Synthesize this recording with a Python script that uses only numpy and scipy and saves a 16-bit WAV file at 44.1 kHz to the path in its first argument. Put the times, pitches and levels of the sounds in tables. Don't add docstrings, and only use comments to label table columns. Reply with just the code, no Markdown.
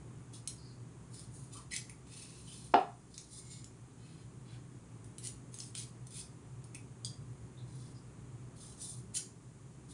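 import sys
import numpy as np
from scipy import signal
from scipy.fft import rfft, irfft, next_fast_len
from scipy.io import wavfile
from scipy.ndimage import uniform_filter1d

SR = 44100
rng = np.random.default_rng(int(sys.argv[2]) if len(sys.argv) > 2 else 0)


def master_out(mix):
    frames = np.transpose(np.atleast_2d(mix))
    ceiling = np.clip(frames, -1, 1)
    pcm = np.round(ceiling * 32767).astype(np.int16)
    wavfile.write(sys.argv[1], SR, pcm)


N = 437913
TIME_S = np.arange(N) / SR
EVENT_SAMPLES = SR // 2

# crest/s, rise/s, fall/s, crisp/dB, body/dB, low edge/Hz
SKIN_PULLS = [(0.345, .023, 0.034, -55.5, -59.5, 2800), (1.165, 0.068, 0.1, -58.5, -66, 3040),
              (1.399, 0.092, 0.1, -57.5, -69.5, 3560), (1.549, 0.046, 0.06, -54, -59.5, 2370),
              (1.743, .04, 0.038, -42, -43.5, 1775), (2.198, .14, 0.2, -55.5, -58.5, 1880),
              (2.518, 0.2, 0.28, -58, -63, 2400), (3.192, 0.1, 0.078, -62, -66, 3570),
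              (3.365, 0.088, 0.047, -53, -60, 3500), (3.54, .11, .074, -61, -63, 2730),
              (4.079, 0.11, 0.15, -70, -66.5, 1480), (4.531, .083, .044, -73, -64, 1460),
              (5.265, 0.055, 0.017, -45.5, -53.5, 1960), (5.605, 0.096, 0.09, -55, -64.5, 2130),
              (5.794, .052, 0.035, -48.5, -52, 2210), (6.19, .089, .03, -49.5, -57.5, 1970),
              (7.068, 0.029, 0.013, -53.5, -57, 3220), (7.79, 0.13, 0.13, -64.5, -67.5, 3300),
              (8.621, .07, 0.16, -56.5, -63, 2900), (8.839, .07, 0.15, -50.5, -61, 3170),
              (9.175, .044, 0.013, -42, -51, 2040), (9.915, 0.038, 0.038, -56.5, -63, 3020)]
# f/Hz, width/Hz, level/dB
SHEET_MODES = [(4160, 260, -9.5), (4940, 670, -5), (7040, 120, -11.5), (9070, 220, 0.5)]
# t/s, level/dB, flake f/Hz, length/s
SKIN_SNAPS = [(0.336, -43, 8800, 0.0036), (0.4743, -21, 8740, 0.0042), (1.143, -36, 9000, 0.003),
              (1.194, -33, 8700, 0.0018), (1.763, -21.5, 6760, 0.0038), (1.895, -37.5, 9300, .007),
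              (3.141, -41.5, 4900, 0.0069), (3.179, -25.5, 6340, 0.0017), (3.643, -34.5, 6960, 0.0032),
              (5.043, -43.5, 8900, 0.0042), (5.182, -30.5, 8750, .0035), (5.271, -26, 7140, 0.004),
              (5.542, -31.5, 8600, 0.0031), (5.587, -30.5, 6800, 0.0028), (5.602, -28.5, 5460, 0.0054),
              (5.751, -27.5, 3400, 0.0046), (6.068, -40, 8850, .007), (6.106, -40.5, 9300, 0.0036),
              (6.208, -40, 4970, 0.012), (6.641, -41.5, 9100, 0.0034), (6.746, -35, 8760, 0.0079),
              (7.047, -31, 6700, 0.0058), (8.815, -32.5, 9500, 0.0039), (9.149, -29, 9200, 0.012),
              (9.166, -26, 6800, 0.019)]
# start/s, end/s, f/Hz, level/dB
FLESH_SQUEAKS = [(0.577, 0.722, 4540, -68), (1.132, 1.205, 4900, -66), (1.546, 1.606, 1180, -61),
                 (1.713, 1.752, 2113, -49), (1.895, 1.9, 2220, -50.5), (2.472, 2.536, 3040, -64),
                 (5.744, 5.75, 3140, -56), (6.743, 6.764, 2330, -56.5), (7.569, 7.62, 3740, -69.5),
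                 (7.947, 7.99, 4980, -70.5)]
# t/s, level/dB, hardness/Hz
KNOCK_CONTACTS = [(2.7385, 0.5, 900), (2.7415, 5, 3620), (2.7515, -25, 2500), (2.759, -5, 1800),
                  (2.777, -8.5, 1500)]
# f/Hz, level/dB, t60/s
COUNTER_MODES = [(242.4, -36.5, 0.19), (284, -32, 0.15), (399, -36, 0.14), (418, -31.5, 0.26),
                 (490, -31, .2), (617, -35, 0.27), (704, -30, 0.33), (736, -24, 0.26), (817, -49, 0.2),
                 (862, -20, 0.077), (850, -60, .16), (1080, -51, 0.11), (1168, -48, 0.47),
                 (1420, -42.5, 0.23), (1540, -41, 0.13)]
# f/Hz, level/dB, t60/s
TICK_MODES = [(3300, -7, .05), (4760, 3, 0.017), (5100, -9, 0.033), (6670, -13, .025), (8560, -1, .01)]
# t/s, level/dB
BRUSH_LEVELS = [(3.27, -82), (3.30, -77), (3.37, -69), (3.44, -70), (3.52, -59), (3.58, -64), (3.64, -76)]
# f/Hz, width/Hz, level/dB
BLADE_MODES = [(2140, 54, -4), (4060, 140, -12), (7140, 110, 5), (8500, 300, -1)]
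# t/s, level/dB
FLAME_LEVELS = [(0.0, -52), (0.52, -55), (1.16, -54), (1.99, -56), (2.54, -55), (3.18, -60), (3.46, -57.5),
                (5.34, -54), (5.78, -55.5), (8.71, -53), (9.43, -58.5), (9.93, -55)]
# f/Hz, density/dB
ROAR_SPECTRUM = [(20, -15), (42, -21), (60, 4.5), (95, -7), (170, -0.5), (290, -4.5), (400, -8.5),
                 (580, -17.5), (1150, -17.5), (1400, -22.5), (2500, -27.5), (5000, -41)]
# f/Hz, width/Hz, level/dB
ROOM_MODES = [(59, 12, -77.5), (162.6, 11.8, -63), (281.3, 7.8, -71.5), (373.5, 17.5, -72.5)]
# f/Hz, density/dB
HISS_SPECTRUM = [(1500, -30), (3000, -1.5), (5600, 0), (6600, 7), (8200, 5.5), (9400, 7.5), (10200, 2.5),
                 (10800, -21), (12500, -27)]
# f/Hz, t60/s
KITCHEN_DECAY = [(150, 0.13), (700, 0.32), (2000, 0.34), (4000, 0.23), (7000, 0.35), (10000, 0.26)]


def peeling(crisp_gain_db=-3.0, body_gain_db=-2.5, swell_db=11.0, catch_db=3.5,
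            sheet_db=0.5, fold_db=-6.0, fold_width_hz=85):
    out, t = np.zeros(N), TIME_S[:EVENT_SAMPLES]
    for crest_s, rise_s, fall_s, crisp_db, body_db, edge_hz in SKIN_PULLS:
        slack = np.interp(t, [0, rise_s, rise_s + fall_s], [1, 0, 1]) ** 1.61
        pull = from_db(-swell_db * slack + catch_db * drift(per_s=85.8, size=EVENT_SAMPLES))
        pull *= np.clip(np.minimum(t, rise_s + fall_s + 0.02 - t) / 0.013, 0, 1)
        taut = np.exp(-((t - rise_s) / 0.4) ** 2)
        breaks = fractures(per_s=4000, spread_db=2.0)
        sheet = taut * from_db(sheet_db) * resonances(breaks, SHEET_MODES)
        crisp = (crisp_db + crisp_gain_db, 5900, 11500)
        body = (body_db + body_gain_db, edge_hz, min(3.4 * edge_hz, 6200))
        for db, low_hz, high_hz in (crisp, body):
            folds_hz = low_hz + (high_hz - low_hz) * (np.arange(6) + rng.random(6)) / 6
            folds = sum(rms_one(resonate(breaks, hz, fold_width_hz)) for hz in folds_hz)
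            folds = from_db(fold_db) * waver(folds, depth=0.02, per_s=18)
            crackle = rms_one(band(breaks, low_hz, high_hz))
            skin = band(crackle + sheet + folds, low_hz, high_hz, order=3)
            add(out, crest_s - rise_s, from_db(db) * pull * rms_one(skin))
    return out


def snapping(gain_db=-10.5, flake_width_hz=550, flake_loss_per_db=0.4):
    out, t = np.zeros(N), TIME_S[:EVENT_SAMPLES]
    mean_db = np.mean([row[1] for row in SKIN_SNAPS])
    for start_s, db, hz, length_s in SKIN_SNAPS:
        progress = t / (length_s / 2)
        tear = 2 * np.sqrt(progress) * np.exp(-progress ** 2)
        breaks = tear * fractures(per_s=20000, spread_db=1.5)
        flake_db = -flake_loss_per_db * (db - mean_db)
        flake = from_db(flake_db) * rms_one(resonate(breaks, hz, flake_width_hz))
        edge = np.diff(band(breaks, 2700, 9250, order=3), prepend=0)
        crack = rms_one(edge + 0.49 * band(breaks, 2330, 6300))
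        tear_rms = np.sqrt(np.mean(tear ** 2))
        add(out, start_s, from_db(db + gain_db) * tear_rms * rms_one(flake + crack))
    return out


def squeaking(gain_db=1.0, wander=0.0406, half_width=0.058):
    out, t = np.zeros(N), TIME_S[:EVENT_SAMPLES]
    for start_s, end_s, hz, db in FLESH_SQUEAKS:
        slips = band(rng.standard_normal(EVENT_SAMPLES), hz * (1 - half_width), hz * (1 + half_width))
        grip = np.clip(np.minimum(t, end_s - start_s - t) / 0.0028, 0, 1)
        rasp = rms_one(grip * waver(slips, wander, per_s=78))
        grip_rms = np.sqrt(np.mean(grip ** 2))
        add(out, start_s, from_db(db + gain_db) * grip_rms * rasp)
    return out


def counter_knock(ring_db=2.5, crack_db=-17.0, crack_s=0.0021, thud_db=-20.0, thud_hz=790,
                  thud_t60_s=0.047, hollow_db=-30.0, hollow_hz=400):
    contacts, t = np.zeros(N), TIME_S[:SR]
    for start_s, db, hardness_hz in KNOCK_CONTACTS:
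        burst = rng.standard_normal(SR) * np.exp(-t / crack_s)
        crack = from_db(crack_db) * band(burst, 150, hardness_hz + 400)
        thud = from_db(thud_db) * np.sin(2 * np.pi * thud_hz * t)
        hollow = from_db(hollow_db) * np.sin(2 * np.pi * hollow_hz * t)
        decay = from_db(-60 * t / thud_t60_s)
        add(contacts, start_s, from_db(db) * (crack + (thud + hollow) * decay))
    hardest_s = max(KNOCK_CONTACTS, key=lambda row: row[1])[0]
    counter = from_db(ring_db) * strike(hardest_s, COUNTER_MODES)
    return band(kitchen(contacts, wet_db=-3.5) + counter, 170, 4000, order=3)


def blade_tick(at_s=7.0475, gain_db=-34):
    return from_db(gain_db) * band(strike(at_s, TICK_MODES), 3000, 10500)


def blade_brush():
    steel = resonances(rng.standard_normal(N), BLADE_MODES)
    times_s, levels_db = np.transpose(BRUSH_LEVELS)
    return rms_one(steel) * np.interp(TIME_S, times_s, from_db(levels_db), left=0, right=0)


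def burner(roar_db=-57.0, hiss_db=-69.5, hum_db=-53.5, hum_hz=121.2, hum_waver_db=3.1):
    times_s, levels_db = np.transpose(FLAME_LEVELS)
    flame = from_db(np.interp(TIME_S, times_s, levels_db - np.median(levels_db)))
    roar = from_db(roar_db) * noise(ROAR_SPECTRUM)
    roar += sum(from_db(db) * boom(hz, width_hz) for hz, width_hz, db in ROOM_MODES)
    hum = boom(hum_hz, width_hz=11)
    hum /= np.sqrt(uniform_filter1d(hum ** 2, size=SR // 5))
    hum *= flame ** 0.85 * from_db(hum_waver_db * drift(per_s=6.4, size=N))
    return flame ** 0.56 * roar + from_db(hum_db) * hum + from_db(hiss_db) * noise(HISS_SPECTRUM)


def boom(hz, width_hz):
    once = resonate(rng.standard_normal(N + SR), hz, 2 * width_hz)
    return rms_one(resonate(once, hz, 2 * width_hz)[SR:])


def kitchen(x, wet_db, onset_s=0.0035):
    t, echoes = TIME_S[:SR // 2], 0
    edges_hz = np.geomspace(100, 14000, 9)
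    for low_hz, high_hz in zip(edges_hz, edges_hz[1:]):
        t60_s = at_hz(KITCHEN_DECAY, np.sqrt(low_hz * high_hz))
        echoes += band(rng.standard_normal(len(t)), low_hz, high_hz, order=3) * from_db(-60 * t / t60_s)
    echoes *= np.clip(t / onset_s - 0.5, 0, 1)
    echoes /= np.sqrt(np.sum(echoes ** 2))
    return x + from_db(wet_db) * signal.fftconvolve(x, echoes)[:N]


def fractures(per_s, spread_db):
    sizes = from_db(spread_db * np.minimum(rng.exponential(1, EVENT_SAMPLES), 4))
    signs = rng.choice([-1, 1], EVENT_SAMPLES)
    return sizes * signs * (rng.random(EVENT_SAMPLES) < per_s / SR)


def strike(at_s, modes):
    out, click = np.zeros(N), np.zeros(N)
    click[round(at_s * SR)] = 1
    for k, (hz, db, t60_s) in enumerate(modes):
        radius = from_db(-60 / (t60_s * SR))
        pole_real = radius * np.cos(2 * np.pi * hz / SR)
        ring = signal.lfilter([1, -pole_real], [1, -2 * pole_real, radius ** 2], click + 1e-18)
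        out += (-1) ** k * from_db(db) * ring
    return out


def resonances(x, modes):
    return sum(from_db(db) * rms_one(resonate(x, hz, width_hz)) for hz, width_hz, db in modes)


def resonate(x, hz, width_hz):
    radius = np.exp(-np.pi * width_hz / SR)
    feedforward = np.array([1, 0, -1]) * (1 - radius ** 2) / 2
    feedback = [1, -2 * radius * np.cos(2 * np.pi * hz / SR), radius ** 2]
    return signal.lfilter(feedforward, feedback, x + 1e-18)


def noise(spectrum):
    size = next_fast_len(N)
    gains = from_db(at_hz(spectrum, np.arange(size // 2 + 1) * SR / size))
    return rms_one(irfft(rfft(rng.standard_normal(size)) * gains, size)[:N])


def waver(x, depth, per_s):
    speed = 1 + depth * drift(per_s, size=len(x))
    return np.interp(np.cumsum(speed), np.arange(len(x)), x)


def drift(per_s, size):
    return np.interp(np.arange(size) * per_s / SR, np.arange(4096), rng.standard_normal(4096))


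def at_hz(table, hz):
    knots_hz, values = np.transpose(table)
    return np.interp(np.log(np.maximum(hz, 1)), np.log(knots_hz), values)


def band(x, low_hz, high_hz, order=2):
    edges_hz = [low_hz, max(high_hz, low_hz + 100)]
    return signal.sosfilt(signal.butter(order, edges_hz, "band", fs=SR, output="sos"), x)


def add(out, start_s, sound):
    start = max(round(start_s * SR), 0)
    out[start:start + len(sound)] += sound[:N - start]


def from_db(db):
    return 10 ** (np.asarray(db) / 20)


def rms_one(x):
    return x / np.sqrt(np.mean(x ** 2) + 1e-20)


def scene():
    hands = peeling() + snapping() + blade_tick() + squeaking() + blade_brush()
    return (kitchen(hands, wet_db=-2.0, onset_s=0.0014) + counter_knock() + burner())[None]


def record(dry, cutoff_hz=10650, low_rate_hz=24000, image_db=-29.5, image_top_hz=15500):
    cut = signal.sosfilt(signal.ellip(10, 0.2, 70, cutoff_hz, fs=SR, output="sos"), dry)
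    analytic = signal.hilbert(cut, next_fast_len(N))[:, :N]
    image = from_db(image_db) * np.real(analytic * np.exp(-2j * np.pi * low_rate_hz * TIME_S))
    return signal.sosfilt(signal.ellip(8, 0.2, 80, image_top_hz, fs=SR, output="sos"), cut + image)


dry = scene()
out = record(dry)
master_out(out)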